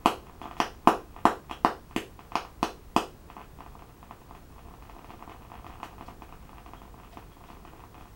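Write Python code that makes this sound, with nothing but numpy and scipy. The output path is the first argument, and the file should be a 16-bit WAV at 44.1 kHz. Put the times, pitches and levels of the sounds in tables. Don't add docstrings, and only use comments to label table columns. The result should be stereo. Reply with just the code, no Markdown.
import sys
import numpy as np
from scipy import signal
from scipy.fft import rfft, irfft, next_fast_len
from scipy.io import wavfile
from scipy.ndimage import uniform_filter1d, map_coordinates

SR = 44100
rng = np.random.default_rng(int(sys.argv[2]) if len(sys.argv) > 2 else 0)


def master(y):
    cut = np.clip(np.atleast_2d(y).T, -1, 1)
    pcm = np.round(cut * 32767)
    wavfile.write(sys.argv[1], SR, pcm.astype(np.int16))


N = 359415

# f/Hz, level/dB
AIR_COLOUR = [(13, -50), (22, 0.5), (150, -8), (250, -13.5), (430, -15.5), (600, -21.5), (1000, -22),
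              (1500, -28), (2200, -32.5), (3100, -35), (4400, -36.5), (15000, -41)]
# f/Hz, level/dB
DUCT_COLOUR = [(15, -2.0), (30, -6.5), (45, 5.0), (60, 7.5), (80, -1.5), (130, -20), (400, -54)]
# t/s, level/dB
SIMMER_LEVEL = [(0, -57), (0.55, -58), (0.9, -61), (3.0, -67.5), (4.5, -59), (5.15, -51), (6.2, -51),
                (7.0, -56), (8.15, -55.5)]
# t/s, level/dB, thump/dB, upper body/dB, bite/dB, spray/dB, spray top/dB,
# cavity f/Hz; thump, upper body and bite count against their column's median
GAS_POCKETS = [(0.059, -4, -14.5, -32.5, -20.5, -26.5, 2.5, 3280),
               (0.602, -9, -16.5, -18.5, -21.5, -22, -5.5, 3070),
               (0.8738, 0.5, -14, -31, -30, -29.5, 0, 3230), (1.254, -2, -15, -23.5, -27, -30.5, 0.5, 2360),
               (1.512, -22, -15.5, -23.5, -11.5, -28, 3, 2480),
               (1.648, -4.5, -16, -24, -26.5, -30.5, -2, 2520),
               (1.963, -20.5, -1.5, -12, -4.5, -18, 3.5, 2520),
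               (2.355, -10.5, -20, -26.5, -18, -24.5, -4.5, 2510),
               (2.629, -11, -11.5, -23.5, -18, -20, -3.5, 2620),
               (2.964, -6.5, -12.5, -32.5, -17, -21, -4.5, 2630),
               (5.831, -22.5, -21, -22, -17, -26.5, -6, 2550)]
# f/Hz, level/dB
BLAST_COLOUR = [(40, -6.5), (110, -12), (200, 5.5), (380, 5.5), (700, 6), (1050, 6.5), (1400, -3.5),
                (2100, -11), (2900, -8), (4000, -32), (8000, -30.5), (15000, -52)]
# f/Hz, level/dB
SNAP_COLOUR = [(800, -1), (2000, -4), (2900, 4), (4100, 1), (5600, 4.5), (8000, -3.5), (12000, -8.5),
               (15000, -13)]
# t/s, level/dB, brightness/dB
BUBBLES = [(0.297, -35.5, -29), (0.416, -28, -13), (0.441, -31, -27), (0.456, -26.5, -24),
           (0.512, -28.5, -16), (0.568, -32.5, -8.5), (1.164, -30.5, -21), (1.497, -30, -12),
           (1.911, -35.5, -17), (2.192, -32.5, -14), (2.32, -27.5, -17.5), (2.45, -30, -25),
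           (3.301, -32, -13), (3.367, -29, -27), (3.381, -35, -29), (3.408, -35, -38), (3.588, -39, -17),
           (3.606, -29.5, -23), (3.663, -34, -21), (3.753, -34, -44), (3.822, -35.5, -28),
           (4.029, -34.5, -20), (4.11, -28, -25.5), (4.31, -32.5, -37), (4.35, -36.5, -9),
           (4.582, -38.5, -24), (4.739, -36.5, -24), (4.824, -37.5, -13), (4.897, -33.5, -12.5),
           (4.992, -36, -24), (5.045, -35.5, -11), (5.105, -32.5, -11), (5.225, -32, -17),
           (5.296, -31.5, -13), (5.318, -36, -17), (5.45, -38.5, -18), (5.518, -30.5, -24),
           (5.645, -33.5, -22), (5.666, -32, -11), (5.756, -38, -18), (5.982, -36, -20), (6.01, -29.5, -18),
           (6.086, -30, -23), (6.221, -32.5, -12), (6.325, -32.5, -20), (6.493, -37, -13),
           (6.531, -36, -33), (6.662, -35, -12), (6.735, -30.5, -19), (6.818, -36, -15), (6.942, -38, -33),
           (7.172, -29.5, -17), (7.502, -34.5, -11), (7.651, -35, -16), (7.675, -39.5, -23),
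           (7.838, -33.5, -30), (7.98, -38.5, -12), (8.01, -37, -11)]
# f/Hz, level/dB
BUBBLE_COLOUR = [(60, -34.5), (200, 3.5), (400, 3.5), (750, 6), (1100, 5.5), (1500, -5), (2100, -10.5),
                 (2800, -9.5), (3900, -23), (6000, -28.5), (9000, -45), (15000, -44)]
# t/s, level/dB
JETS = [(.416, -66), (.575, -55), (5.835, -48.5), (6.06, -53), (7.122, -53.5), (7.465, -57)]
# f/Hz, level/dB
JET_COLOUR = [(1000, -7), (2800, -5), (4300, -2.5), (6300, -5.5), (9000, -14.5), (15000, -13)]
# t/s, f/Hz, level/dB
PINHOLES = [(0.415, 3260, -55), (1.515, 3280, -48.5), (6.591, 804, -55), (6.763, 3200, -63),
            (7.12, 755, -50.5), (7.12, 3110, -66), (7.315, 3250, -66)]
# f/Hz, width/Hz, level/dB
BENCH_MODES = [(270, 160, -0.5), (342, 7.6, 0.5), (442, 28, -4.5), (720.2, 28, 11), (740, 28, -5),
               (980, 6.7, -21), (994, 62, 2), (1030, 6.5, 2), (1360, 8.8, -9.5), (2516, 86, 12.5),
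               (3268, 71, 8.5)]
# delay/ms, gain
REFLECTIONS = [(3.5, 0.1), (6.7, 0.056), (9.3, 0.3), (12.0, 0.043), (15.8, 0.24), (22.0, 0.079)]
# f/Hz, t60/s
TAIL_T60 = [(150, 0.45), (400, 0.29), (1000, 0.23), (3000, 0.26), (6000, 0.29), (14000, 0.24)]
# f/Hz, level/dB
TAIL_COLOUR = [(100, -14.5), (280, -3), (380, 4), (590, -6), (700, 0.5), (1000, 0), (1500, 5.5),
               (2100, 4.5), (3000, 5), (5000, 1.5), (14000, 5)]
# f/Hz, level/dB
SIDE_COLOUR = [(60, -39), (500, -46.5), (1000, -43.5), (2000, -33.5), (4000, -32), (14000, -25)]


def amp(db):
    return 10 ** (np.asarray(db) / 20)


def unit(x):
    return x / np.sqrt(np.mean(x ** 2) + 1e-20)


def along(points, hz):
    f, values = np.transpose(points)
    return np.interp(np.log(hz + 1), np.log(f + 1), values)


def wobble(rate):
    return map_coordinates(rng.standard_normal(int(N * rate / SR) + 4), [np.arange(N) * rate / SR])


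def filtered(x, response):
    size = next_fast_len(N + SR)
    return irfft(rfft(x, size) * response(np.fft.rfftfreq(size, 1 / SR)), size)[..., :N]


def noise(colour):
    return unit(filtered(rng.standard_normal(N), lambda hz: amp(along(colour, hz))))


def pulse(colour, tilt=((1, 0),), size=2048):
    hz = np.fft.rfftfreq(size, 1 / SR)
    fold = np.r_[1, np.full(size // 2 - 1, 2), 1, np.zeros(size // 2 - 1)]
    causal = lambda db: irfft(np.exp(rfft(irfft(np.log(amp(db))) * fold)))
    plain_db = along(colour, hz)
    return causal(plain_db + along(tilt, hz)) / np.abs(causal(plain_db)).max()


def strikes(times, gains):
    return np.bincount(np.round(np.clip(times, 0, None) * SR).astype(int), gains, N)[:N]


def envelope(triggers, rise_s, t60):
    t = np.arange(SR // 2) / SR
    shape = (1 - np.exp(-t / rise_s)) * amp(-60 * t / t60)
    return signal.fftconvolve(triggers, shape)[:N]


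def room_tone(air_db=-50.5, rumble_db=-55, swell_db=1.0, whine_db=-69, whine_hz=15734):
    air = amp(air_db) * noise(AIR_COLOUR)
    rumble = noise(DUCT_COLOUR) * amp(rumble_db + swell_db * wobble(rate=1.65))
    whine = amp(whine_db) * np.sqrt(2) * np.sin(2 * np.pi * whine_hz * np.arange(N) / SR)
    return air + rumble + whine


def simmer(gain_db=-8, spread_db=5, bubbles_per_colour=170, flurry_db=-24.5):
    patter = np.zeros(N)
    for bright_db in (-6, 0, 5):
        times = rng.random(bubbles_per_colour) * N / SR
        sizes = amp(spread_db * np.clip(rng.standard_normal(bubbles_per_colour), -2, 2))
        burst = pulse(BUBBLE_COLOUR, tilt=[(300, -bright_db), (1000, 0.014), (2400, bright_db)])
        patter += signal.fftconvolve(strikes(times, sizes), burst)[:N]
    bubble_s, bubble_db, _ = np.transpose(BUBBLES)
    flurries = envelope(strikes(bubble_s, amp(bubble_db + flurry_db)), rise_s=0.02, t60=0.29)
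    bed_db = np.interp(np.arange(N) / SR, *np.transpose(SIMMER_LEVEL))
    return np.hypot(amp(bed_db + gain_db), flurries) * unit(patter)


def pops(spray_gain_db=7, snap_t60=0.011, spit_db=-25, spit_t60=0.18, cavity_width_hz=450):
    out = np.zeros(N + SR)
    t = np.arange(SR // 8) / SR
    snap_and_spit = amp(-60 * t / snap_t60) + amp(spit_db - 60 * t / spit_t60)
    usual_colour = np.median(GAS_POCKETS, axis=0)[2:-3]
    snap_norm = np.linalg.norm(pulse(SNAP_COLOUR))
    for s, db, *colour, spray_db, top_db, cavity_hz in GAS_POCKETS:
        thump, upper_body, bite = colour - usual_colour
        tilt = [(400, thump), (800, 0), (1300, 0.006), (1850, upper_body), (2600, bite)]
        blast = pulse(BLAST_COLOUR, tilt)
        tear = snap_and_spit * rng.uniform(-1.28, 1, len(t))
        snap = pulse(SNAP_COLOUR, tilt=[(5500, 0), (8000, top_db)]) / snap_norm
        spray = signal.fftconvolve(tear, snap)
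        cavity = signal.lfilter(*signal.iirpeak(cavity_hz, cavity_hz / cavity_width_hz, SR), spray)
        out[round(s * SR):][:len(blast)] += amp(db) * blast
        out[round(s * SR):][:len(spray)] += amp(db + spray_db + spray_gain_db) * (spray + cavity)
    return out[:N]


def crackles(gain_db=-2.5, bass_spread_db=2.7, bright_share=0.41):
    out = np.zeros(N + SR)
    usual_bright_db = np.median(BUBBLES, axis=0)[2]
    for s, db, bright_db in BUBBLES:
        bass_db = rng.normal(0, bass_spread_db)
        treble_db = bright_share * (bright_db - usual_bright_db)
        burst = pulse(BUBBLE_COLOUR, tilt=[(300, bass_db), (1100, 0), (2400, treble_db)])
        out[round(s * SR):][:len(burst)] += amp(db + gain_db) * burst
    return out[:N]


def sizzles(jet_gain_db=-5, vent_db=-18.5):
    jet_s, jet_db = np.transpose(JETS)
    bubble_s, bubble_db, bright_db = np.transpose(BUBBLES)
    jets = strikes(jet_s, amp(jet_db + jet_gain_db))
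    vents = strikes(bubble_s, amp(bubble_db + bright_db + vent_db))
    return envelope(jets + vents, rise_s=0.0014, t60=0.1) * noise(JET_COLOUR)


def squeaks(gain_db=-2, length_s=0.026, width_hz=260):
    out = np.zeros(N + SR)
    t = np.arange(SR // 8) / SR
    swell = np.sin(np.pi * np.minimum(t / length_s, 1))
    for s, hz, db in PINHOLES:
        phase_drift = np.cumsum(rng.standard_normal(len(t))) * np.sqrt(2 * np.pi * width_hz / SR)
        whistle = np.sin(2 * np.pi * hz * t + phase_drift)
        out[round(s * SR):][:len(t)] += amp(db + gain_db) * swell * whistle
    return out[:N]


def bench(x, bounce_ms=0.95, dull_hz=2600, ring_db=-3):
    def paths(hz):
        delay = lambda ms: np.exp(-2j * np.pi * hz * ms / 1000)
        bounce = delay(bounce_ms) / (1 + (hz / dull_hz) ** 4)
        echoes = sum(gain * delay(ms) for ms, gain in REFLECTIONS)
        ring = sum(amp(db + ring_db) * 1j * hz * width / (mode_hz ** 2 - hz ** 2 + 1j * hz * width)
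                   for mode_hz, width, db in BENCH_MODES)
        return 1 + bounce + echoes + ring
    return filtered(x, paths)


def room(x, predelay_s=0.0014, build_s=0.0011):
    hz, t, bands = signal.stft(rng.standard_normal(SR // 2), SR, nperseg=256)
    t60 = along(TAIL_T60, hz)[:, None]
    tail = signal.istft(bands * amp(-60 * t / t60), SR, nperseg=256)[1]
    age_s = np.maximum(np.arange(len(tail)) / SR - predelay_s, 0)
    tail *= 1 - np.exp(-age_s / build_s)
    spectrum = rfft(tail)
    local_power = np.abs(uniform_filter1d(np.abs(spectrum) ** 2, size=120))
    tail = irfft(spectrum / np.sqrt(local_power + 1e-12))
    wet = signal.fftconvolve(x, tail[:SR * 2 // 5])[:N]
    return filtered(wet, lambda hz: amp(along(TAIL_COLOUR, hz)))


def scene(side_tone_db=-8):
    fire = pops() + crackles() + simmer() + sizzles() + squeaks()
    mid = bench(fire) + room(fire) + room_tone()
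    diffuse = room(fire) + amp(side_tone_db) * room_tone()
    side = filtered(diffuse, lambda hz: amp(along(SIDE_COLOUR, hz)))
    return np.array([mid + side, mid - side])


def record(dry, ceiling=0.71, hardness=8, top_hz=16250):
    clipped = dry / (1 + np.abs(dry / ceiling) ** hardness) ** (1 / hardness)
    return filtered(clipped, lambda hz: hz < top_hz)


dry = scene()
out = record(dry)
master(out)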